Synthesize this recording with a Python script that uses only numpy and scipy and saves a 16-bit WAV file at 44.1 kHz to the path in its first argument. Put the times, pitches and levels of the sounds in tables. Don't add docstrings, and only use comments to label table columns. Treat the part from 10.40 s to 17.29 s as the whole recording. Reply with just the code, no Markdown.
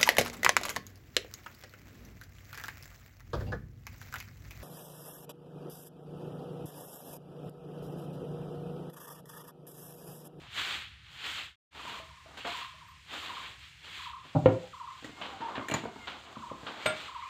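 import sys
import numpy as np
from scipy import signal
from scipy.fft import rfft, irfft
from scipy.io import wavfile
from scipy.ndimage import uniform_filter1d

SR = 44100
rng = np.random.default_rng(int(sys.argv[2]) if len(sys.argv) > 2 else 0)


def put_to_file(sound):
    columns = np.atleast_2d(sound).T
    safe = np.clip(columns, -1, 1)
    whole_steps = np.round(safe * 32767)
    wavfile.write(sys.argv[1], SR, whole_steps.astype(np.int16))


def field_ratio(decibels):
    return 10 ** (np.asarray(decibels, dtype=float) / 20)


N = 303844
SECOND_SHOT_S, SWEEP_ENDS_S = 1.308, 3.93


def unit(x):
    return x / np.sqrt(np.mean(x ** 2))


def band(x, lo_hz, hi_hz):
    sos = signal.butter(3, [lo_hz, min(hi_hz, .45 * SR)], "band", fs=SR, output="sos")
    return unit(signal.sosfilt(sos, x))


def colour(x, spectrum):
    hz, db = np.transpose(spectrum)
    log_hz = np.log(np.fft.rfftfreq(N, 1 / SR) + 1)
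    return irfft(rfft(x) * field_ratio(np.interp(log_hz, np.log(hz), db)), N)


def walk(rate_hz):
    size = int(SR / rate_hz)
    return unit(uniform_filter1d(uniform_filter1d(rng.standard_normal(N), size), size))


def add(out, s, x):
    i = int(s * SR)
    out[i:i + len(x)] += x[:max(N - i, 0)]


def strike(modes, contact_ms, db, crack_db, crack_t60, crack_hz, split=0.):
    t = np.arange(SR // 2) / SR
    ring = 0
    for hz, level_db, t60 in modes:
        twin_hz = hz * (1 + split * rng.standard_normal())
        pair = np.sin(2 * np.pi * hz * t) + 1.66 * np.sin(2 * np.pi * twin_hz * t)
        ring = ring + field_ratio(level_db - 60 * t / t60) * pair
    contact_force = np.hanning(int(contact_ms * SR / 1000) + 3)
    ring = signal.fftconvolve(ring, contact_force)[:len(t)]
    grit = rng.standard_normal(len(t)) * field_ratio(-60 * t / crack_t60)
    low_pass = signal.butter(4, min(crack_hz, .45 * SR), fs=SR, output="sos")
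    crack = signal.sosfilt(low_pass, grit)
    return field_ratio(db) * (ring / np.abs(ring).max() + field_ratio(crack_db) * crack / np.abs(crack).max())


def tail(x, t60, wet_db, top_hz):
    t = np.arange(SR // 2) / SR
    cloud = rng.standard_normal(len(t)) * field_ratio(-60 * t / t60) * np.minimum(t / 0.0024, 1)
    cloud = signal.lfilter(*signal.butter(2, top_hz, fs=SR), cloud)
    return x + field_ratio(wet_db) * signal.fftconvolve(x, cloud / np.sqrt(np.sum(cloud ** 2)))[:N]


def whistle(hz):
    u = np.linspace(0, 1, len(hz))
    return np.sin(np.pi * u ** .8) * np.sin(2 * np.pi * np.cumsum(hz) / SR)


def chirps(table, hoarse_db):
    out, rasp = np.zeros(N), walk(240)
    for s, length, hz0, hz1, db in table:
        size = int(length * SR)
        wobble = rasp[int(s * SR) - size:][:size]
        pitch_hz = np.linspace(hz0, hz1, size) * (1 + 0.0032 * hoarse_db * wobble)
        add(out, s, field_ratio(db + hoarse_db * wobble) * whistle(pitch_hz))
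    return out


# (frequency [Hz], density [dB per Hz])
BRISTLE_SPECTRUM = [(120, -83), (200, -14), (227, -24.5), (263, -18), (607, -20.5), (1150, -5.5),
                    (1400, -3), (3300, 2), (4180, -5), (5590, -22.5), (7350, -18.5), (10000, -35),
                    (15500, -32)]


def bristles(spread_db=2.5, slips_db=-5):
    sizes = np.minimum(rng.exponential(size=N), 4)
    slips = (rng.random(N) < .06) * rng.standard_normal(N) * field_ratio(spread_db * sizes)
    rub = colour(rng.standard_normal(N) + field_ratio(slips_db) * unit(slips), BRISTLE_SPECTRUM)
    fine = band(rub, 5880, 16000)
    coarse = field_ratio(-2) * fine + field_ratio(-9.0) * band(rub, 5660, 10500)
    tips = np.where(np.arange(N) < SWEEP_ENDS_S * SR, fine, coarse)
    return band(rub, 183, 832), band(rub, 1110, 5200), tips


# (time of full pressure [s], press [s], hold [s], hiss level [dB], stalk scrub re hiss [dB])
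STROKES = [(.02, 0.09, 0.041, -54, -6.5), (.175, 0.083, 0.17, -32, -14), (.76, 0.2, 0.074, -47, -15.5),
           (.855, 0.091, 0.13, -34, -14), (1.38, 0.15, 0.041, -54.5, -5), (1.5, 0.28, 0.059, -45.5, -8),
           (1.86, 0.017, 0.082, -67.5, 7), (1.975, 0.015, 0.013, -46.5, -8.5),
           (2.07, 0.042, .14, -42.5, -15), (2.73, 0.087, 0.36, -43, -10), (3.235, 0.14, 0.027, -52.5, -24),
           (3.45, .06, 0.11, -49.5, -10.5), (3.58, 0.21, 0.068, -46, -23),
           (3.86, 0.095, 0.036, -56.5, -4.5)]
SHUFFLES = [
    (4.09, .03, 0.016, -60.5, 13),
    (4.58, 0.11, 0.076, -54, -13.5),
    (4.8, 0.1, 0.17, -56, 5),
    (5.05, .1, .3, -56.5, 8),
    (5.34, 0.082, .02, -47, -14),
    (5.7, 0.52, .4, -54.5, 2),
    (6.27, .2, 0.11, -51.5, 1),
    (6.46, 0.2, 0.099, -43, -5),
    (6.6, .1, 0.058, -43, -8.5),
    (6.76, 0.018, .2, -54.5, -27),
]
# (hiss level [dB], scrub level [dB], tips level [dB])
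REST = [
    (-57.5, -80, -90),
    (-65.5, -76.5, -73.5),
    (-59.5, -69, -66),
]


def pressure():
    press_db, sag_db_per_s, lift_db_per_s = 22, 13.5, 116
    tips_db, stalks_die, tips_die = -13.5, 1.25, 1.12
    t = np.arange(N) / SR
    stage = (t > SECOND_SHOT_S) * 1 + (t > SWEEP_ENDS_S)
    power = field_ratio(np.transpose(REST)[:, stage]) ** 2
    for s, press, hold, db, scrub_db in list(STROKES) + list(SHUFFLES):
        late = t - s
        fall = press_db * np.maximum(-late / press, 0)
        fall = fall + sag_db_per_s * np.clip(late, 0, hold)
        fall = fall + lift_db_per_s * np.maximum(late - hold, 0)
        levels = [db - fall, db + scrub_db - stalks_die * fall, db + tips_db - tips_die * fall]
        power = power + field_ratio(levels) ** 2
    return np.sqrt(power)


# (time [s], peak level [dB], low part re peak [dB], ringing [Hz], T60 [s])
WOOD_SCRAPES = [
    (1.9735, -47, -16, 2700, 0.69),
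    (2.0454, -37.5, 13, 1300, 0.26),
    (4.8125, -31.5, -0.5, 3020, 0.46),
    (5.0055, -38, 7, 1800, 0.43),
    (5.1522, -28.5, -2, 1780, 0.16),
    (5.671, -26, -5, 1480, 0.26),
    (6.2653, -27.5, -2.5, 1530, 0.23),
]
IRON_RASPS = [
    (4.6423, -39.5, -8.5, 1950, 0.16),
    (5.3378, -25.5, 6, 1880, 0.17),
]


def scrapes(low, mid, high):
    out = np.zeros(N)
    t, judder = np.arange(SR // 2) / SR, field_ratio(1.5 * walk(400))
    for table, tip_db in [(WOOD_SCRAPES, -35), (IRON_RASPS, -5.5)]:
        for s, db, low_db, hz, t60 in table:
            part = slice(int(s * SR), int(s * SR) + len(t))
            ring = signal.lfilter(*signal.iirpeak(hz, 12, fs=SR), mid[part])
            grit = (mid + field_ratio(low_db) * low + field_ratio(tip_db) * high)[part] + field_ratio(4.5) * ring
            envelope = field_ratio(db - 14.0 - 60 * t / t60) * np.minimum(t / 0.0035, 1)
            add(out, s, envelope * judder[part] * grit)
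    return out


def broom():
    low, mid, high = bristles()
    hiss, scrub, tips = pressure()
    out = hiss * field_ratio(1.0 * walk(33)) * mid
    out = out + scrub * field_ratio(2.3 * walk(24)) * low
    out = out + tips * field_ratio(1.0 * walk(30)) * high
    return out + scrapes(low, mid, high)


# (time [s], peak level [dB], contact [ms])
LEGS = [
    (3.95, -12, 1.5),
    (3.955, -7.5, 0.64),
    (3.961, -6.5, 1.0),
    (4.038, -18, 1.6),
]
DROP = [
    (4.057, -28, .3),
    (4.059, -6.5, 0.51),
    (4.0650, -21, 0.27),
]
# (frequency [Hz], level [dB], T60 [s])
STOOL_TILTED = [(137, 11.5, 0.04), (258, 0.5, 0.11), (591, 3, 0.12), (785, -2.5, 0.16), (1070, -38, 0.11),
                (1210, -47, 5.0), (1373, -32.5, 0.21)]
STOOL_FLAT = [(121.4, -7, 0.28), (180, -9, 0.18), (288, -12.5, 0.19), (398, -1, 0.041), (524.5, 7, 0.077),
              (682, -12, 0.22), (767, -10.5, 0.13), (970, -0.5, 0.022), (1230, -19.5, 0.0229),
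              (1390, -16.5, 0.078), (1860, -13, 0.06), (2300, -34.5, .08), (2780, -22, .06)]


def stool():
    out = np.zeros(N)
    for s, db, ms in LEGS:
        add(out, s, strike(STOOL_TILTED, ms, db - 11.5, crack_db=-10, crack_t60=0.066,
                           crack_hz=770, split=0.016))
    for s, db, ms in DROP:
        add(out, s, strike(STOOL_FLAT, ms, db, crack_db=-20.5, crack_t60=0.035,
                           crack_hz=3600, split=0.058))
    return out


# (time [s], peak level [dB], pitch [Hz], contact [ms])
THUDS = [(0.018, -50, 258, 0.29), (1.452, -43.5, 920, 0.38), (2.051, -33, 750, 0.18),
         (3.852, -49.5, 166, 0.28), (4.626, -45.5, 320, 0.36), (4.645, -39, 341, 0.34),
         (4.661, -46, 390, 0.82), (4.694, -45, 285, 0.42), (5.005, -41.5, 270, 0.29),
         (5.179, -30.5, 268, 0.3), (5.195, -34.5, 373, 0.28), (5.299, -31.5, 450, 0.72),
         (5.317, -28, 258, 0.47), (5.343, -26.5, 166, 0.66), (5.359, -35.5, 213, 0.46),
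         (5.4, -46, 186, 0.34), (5.437, -31, 258, 0.52), (5.455, -30, 469, 0.5), (5.56, -41, 265, 0.59),
         (5.681, -41, 760, 0.45), (5.969, -33.5, 213, 0.51), (6.114, -34, 217, 0.86),
         (6.232, -41, 190, 0.38), (6.309, -39.5, 780, 0.85), (6.458, -29.5, 600, 0.43)]
# (time [s], peak level [dB], pitch [Hz], T60 [s])
TAPS = [
    (1.36, -63, 355, .15),
    (1.44, -57, 363, 0.11),
    (1.598, -51.5, 650, 0.16),
    (2.053, -39, 1380, 0.11),
    (2.056, -40.5, 699, 0.17),
    (1.859, -53.5, 637, 0.14),
    (2.34, -64, 626, 0.14),
    (4.24, -51.5, 843, 0.2),
]
# (ratio to pitch [1], level [dB], T60 [s])
STICK = [(1.0, 0, .04), (1.55, -3, .05), (2.4, -4, .04), (3.6, -5, .03), (5.3, -9, .025)]


def sticks():
    out = np.zeros(N)
    for s, db, hz, ms in THUDS:
        modes = [(hz * ratio, level_db, t60) for ratio, level_db, t60 in STICK]
        add(out, s, strike(modes, ms, db + 1.5, crack_db=-3, crack_t60=0.034,
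                           crack_hz=700 / ms, split=0.065))
    for s, db, hz, t60 in TAPS:
        add(out, s, strike([(hz, 0, t60)], 0.84, db, crack_db=-4, crack_t60=0.038,
                           crack_hz=1200, split=0.044))
    return out


# (time [s], peak level [dB])
CLANG = [
    (6.46, -16.5),
]
# (frequency [Hz], level [dB], T60 [s])
BLADE = [(620.6, 1, 0.22), (1401, -2.5, 0.21), (2055, -3, 0.099), (2287, 6, 0.11), (2860, -13, 0.14),
         (3590, -6.5, 0.13), (4915, -7, 0.25), (6720, -16, 0.13), (8190, -2.5, 0.31), (10550, -17, 0.18),
         (11460, -1.5, 0.092), (13270, -14, 0.17)]
# (time [s], peak level [dB], loudest ring [Hz], grit level [dB])
CLINKS = [
    (5.2852, -27, 1784, 0),
    (5.300, -31, 2310, -3),
    (5.313, -23.5, 2740, -6),
    (5.319, -27.5, 2330, -6),
    (5.339, -25, 924, -12),
    (5.34, -20, 6840, -9),
    (5.346, -30, 1880, -19),
    (4.645, -36.5, 1920, -7.5),
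]
# (frequency [Hz], level [dB], T60 [s])
SCRAP = [(2020, -4, 0.05), (2328, -6, 0.091), (2750, -6, 0.037), (3320, -11, 0.056), (4120, 1.5, 0.026),
         (6050, -10, 0.044), (7400, -17, 0.033), (12750, -25, 0.028), (14220, -30, 0.0183)]


def iron():
    out = np.zeros(N)
    for s, db in CLANG:
        add(out, s, strike(BLADE, .02, db, crack_db=-1.5, crack_t60=0.063, crack_hz=4160, split=0.0022))
    for s, db, hz, grit_db in CLINKS:
        modes = [(hz, 0, .045)] + [(mode_hz, level_db - 7, t60) for mode_hz, level_db, t60 in SCRAP]
        add(out, s, strike(modes, .02, db, crack_db=grit_db, crack_t60=0.045,
                           crack_hz=15200, split=0.019))
    return out


# (frequency [Hz], gain [dB])
PORT = [(20, 7.5), (3800, 1), (5500, -12), (7000, 4), (9500, -12), (16000, -13)]


def knocks():
    hits = colour(stool() + sticks() + iron(), PORT)
    hits = tail(hits, t60=0.33, wet_db=-10, top_hz=3400)
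    return signal.sosfilt(signal.butter(4, 100, "high", fs=SR, output="sos"), hits)


# (time [s], length [s], start pitch [Hz], end pitch [Hz], level [dB])
PEEPS = [
    (4.918, .075, 790, 770, -44),
    (5.017, .03, 922, 920, -31),
    (5.045, .033, 920, 918, -31.5),
    (5.078, .032, 918, 915, -35),
    (5.15, .03, 920, 910, -44),
    (2.472, .04, 14250, 14250, -73),
    (2.503, .03, 13200, 13200, -73),
]


def squeals():
    return chirps(PEEPS, hoarse_db=-0.8)


# (time [s], level [dB])
CALL = [
    (1.387, -44),
    (1.62, -54),
    (2.063, -40.5),
    (2.334, -51.5),
    (2.817, -40.5),
    (3.582, -39.5),
    (4.324, -38),
    (5.061, -39),
    (5.949, -38),
    (6.673, -35),
]
# (delay [s], start pitch [Hz], end pitch [Hz], glide [s], length [s])
NOTES = [
    (.002, 1550, 880, .012, .032),
    (.069, 1480, 880, .011, .038),
    (.145, 1420, 960, .009, .028),
]
NOTE_DB = [-5, -1.5, -1]
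# (delay [s], level [dB])
ECHOES = [
    (.033, -6),
    (0.069, -12),
    (.1, -11.5),
]


def bird():
    out = np.zeros(N)
    paths = [(0.0019, 0.0062)] + list(ECHOES)
    for s, db in CALL:
        for (lag, hz0, hz1, glide, length), note_db in zip(NOTES, NOTE_DB):
            t = np.arange(int(length * SR)) / SR
            note = field_ratio(db + note_db) * whistle(hz1 + (hz0 - hz1) * np.exp(-t / glide))
            for delay, echo_db in paths:
                add(out, s + lag + delay, field_ratio(echo_db) * note)
    return out


# (time [s], third harmonic [Hz], level [dB])
CROW = [
    (4.6, 2000, -110),
    (4.7, 2100, -62),
    (4.78, 2150, -55),
    (4.95, 2180, -63),
    (5.22, 2120, -56),
    (5.38, 2200, -60),
    (5.53, 2150, -58),
    (5.65, 2100, -50),
    (5.74, 2040, -110),
]


def cock():
    s, hz_points, db_points = np.transpose(CROW)
    t = np.arange(N) / SR
    hz, db = np.interp(t, s, hz_points), np.interp(t, s, db_points)
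    phase = 2 * np.pi * np.cumsum(hz * (1 + 0.0066 * walk(40))) / SR / 3
    voice = np.sin(3 * phase) + field_ratio(-5.5) * np.sin(2 * phase) + field_ratio(-10) * np.sin(4 * phase)
    return field_ratio(db + 1.5 * walk(30)) * voice


# (time [s], length [s], start pitch [Hz], end pitch [Hz], level [dB])
CHICKS = [
    (4.475, .06, 1900, 2100, -59),
    (6.40, .05, 1900, 2400, -52),
    (6.79, .05, 1850, 2050, -56),
    (6.82, .04, 2100, 2500, -51),
    (6.83, .035, 1950, 2300, -50),
    (6.855, .034, 2300, 2600, -51),
]


def yard():
    return tail(bird() + chirps(CHICKS, hoarse_db=4) + cock(), t60=.5, wet_db=-8, top_hz=7600)


# (frequency [Hz], density [dB per Hz])
AIR = [(15, -57.5), (25, -35), (69, -1), (107, -6), (152, -8.5), (246, -26), (368, -21.5), (445, -46.5),
       (826, -36.5), (1270, -32), (1750, -21.5), (2490, -21), (8810, -40.5), (15500, -63.5)]


def air():
    far, t = colour(rng.standard_normal(N), AIR), np.arange(N) / SR
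    rumble_db = np.where(t < SECOND_SHOT_S, -54.5 - 4 * t, -62.5)
    rumble = band(far, 12, 250) + field_ratio(-18.0) * band(far, 73.4, 85)
    hiss = field_ratio(-63 + walk(2.3)) * band(far, 930, 18000)
    return hiss + field_ratio(rumble_db + 0.5 * walk(23)) * rumble


def shots():
    out_s, cut_s, fade_out_s, fade_in_s = 1.06, 1.157, 0.11, 0.054
    t = np.arange(N) / SR
    since = t - SECOND_SHOT_S
    first = field_ratio(-2.5) * np.clip(1 - (t - out_s) / fade_out_s, 0, 1) * (t < cut_s)
    second = field_ratio(2.5 - 0.68 * since) * np.clip(since / fade_in_s, 0, 1)
    return first + second


def scene():
    return (broom() + knocks() + squeals() + yard() + air())[None]


def band_limit(x):
    return signal.sosfilt(signal.butter(12, 16520, fs=SR, output="sos"), x)


def record(dry):
    low_pass = signal.ellip(8, .2, 40, 15550, fs=SR, output="sos")
    mix = signal.sosfilt(low_pass, dry) * shots()
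    return band_limit(mix)


dry = scene()
out = record(dry)
put_to_file(out)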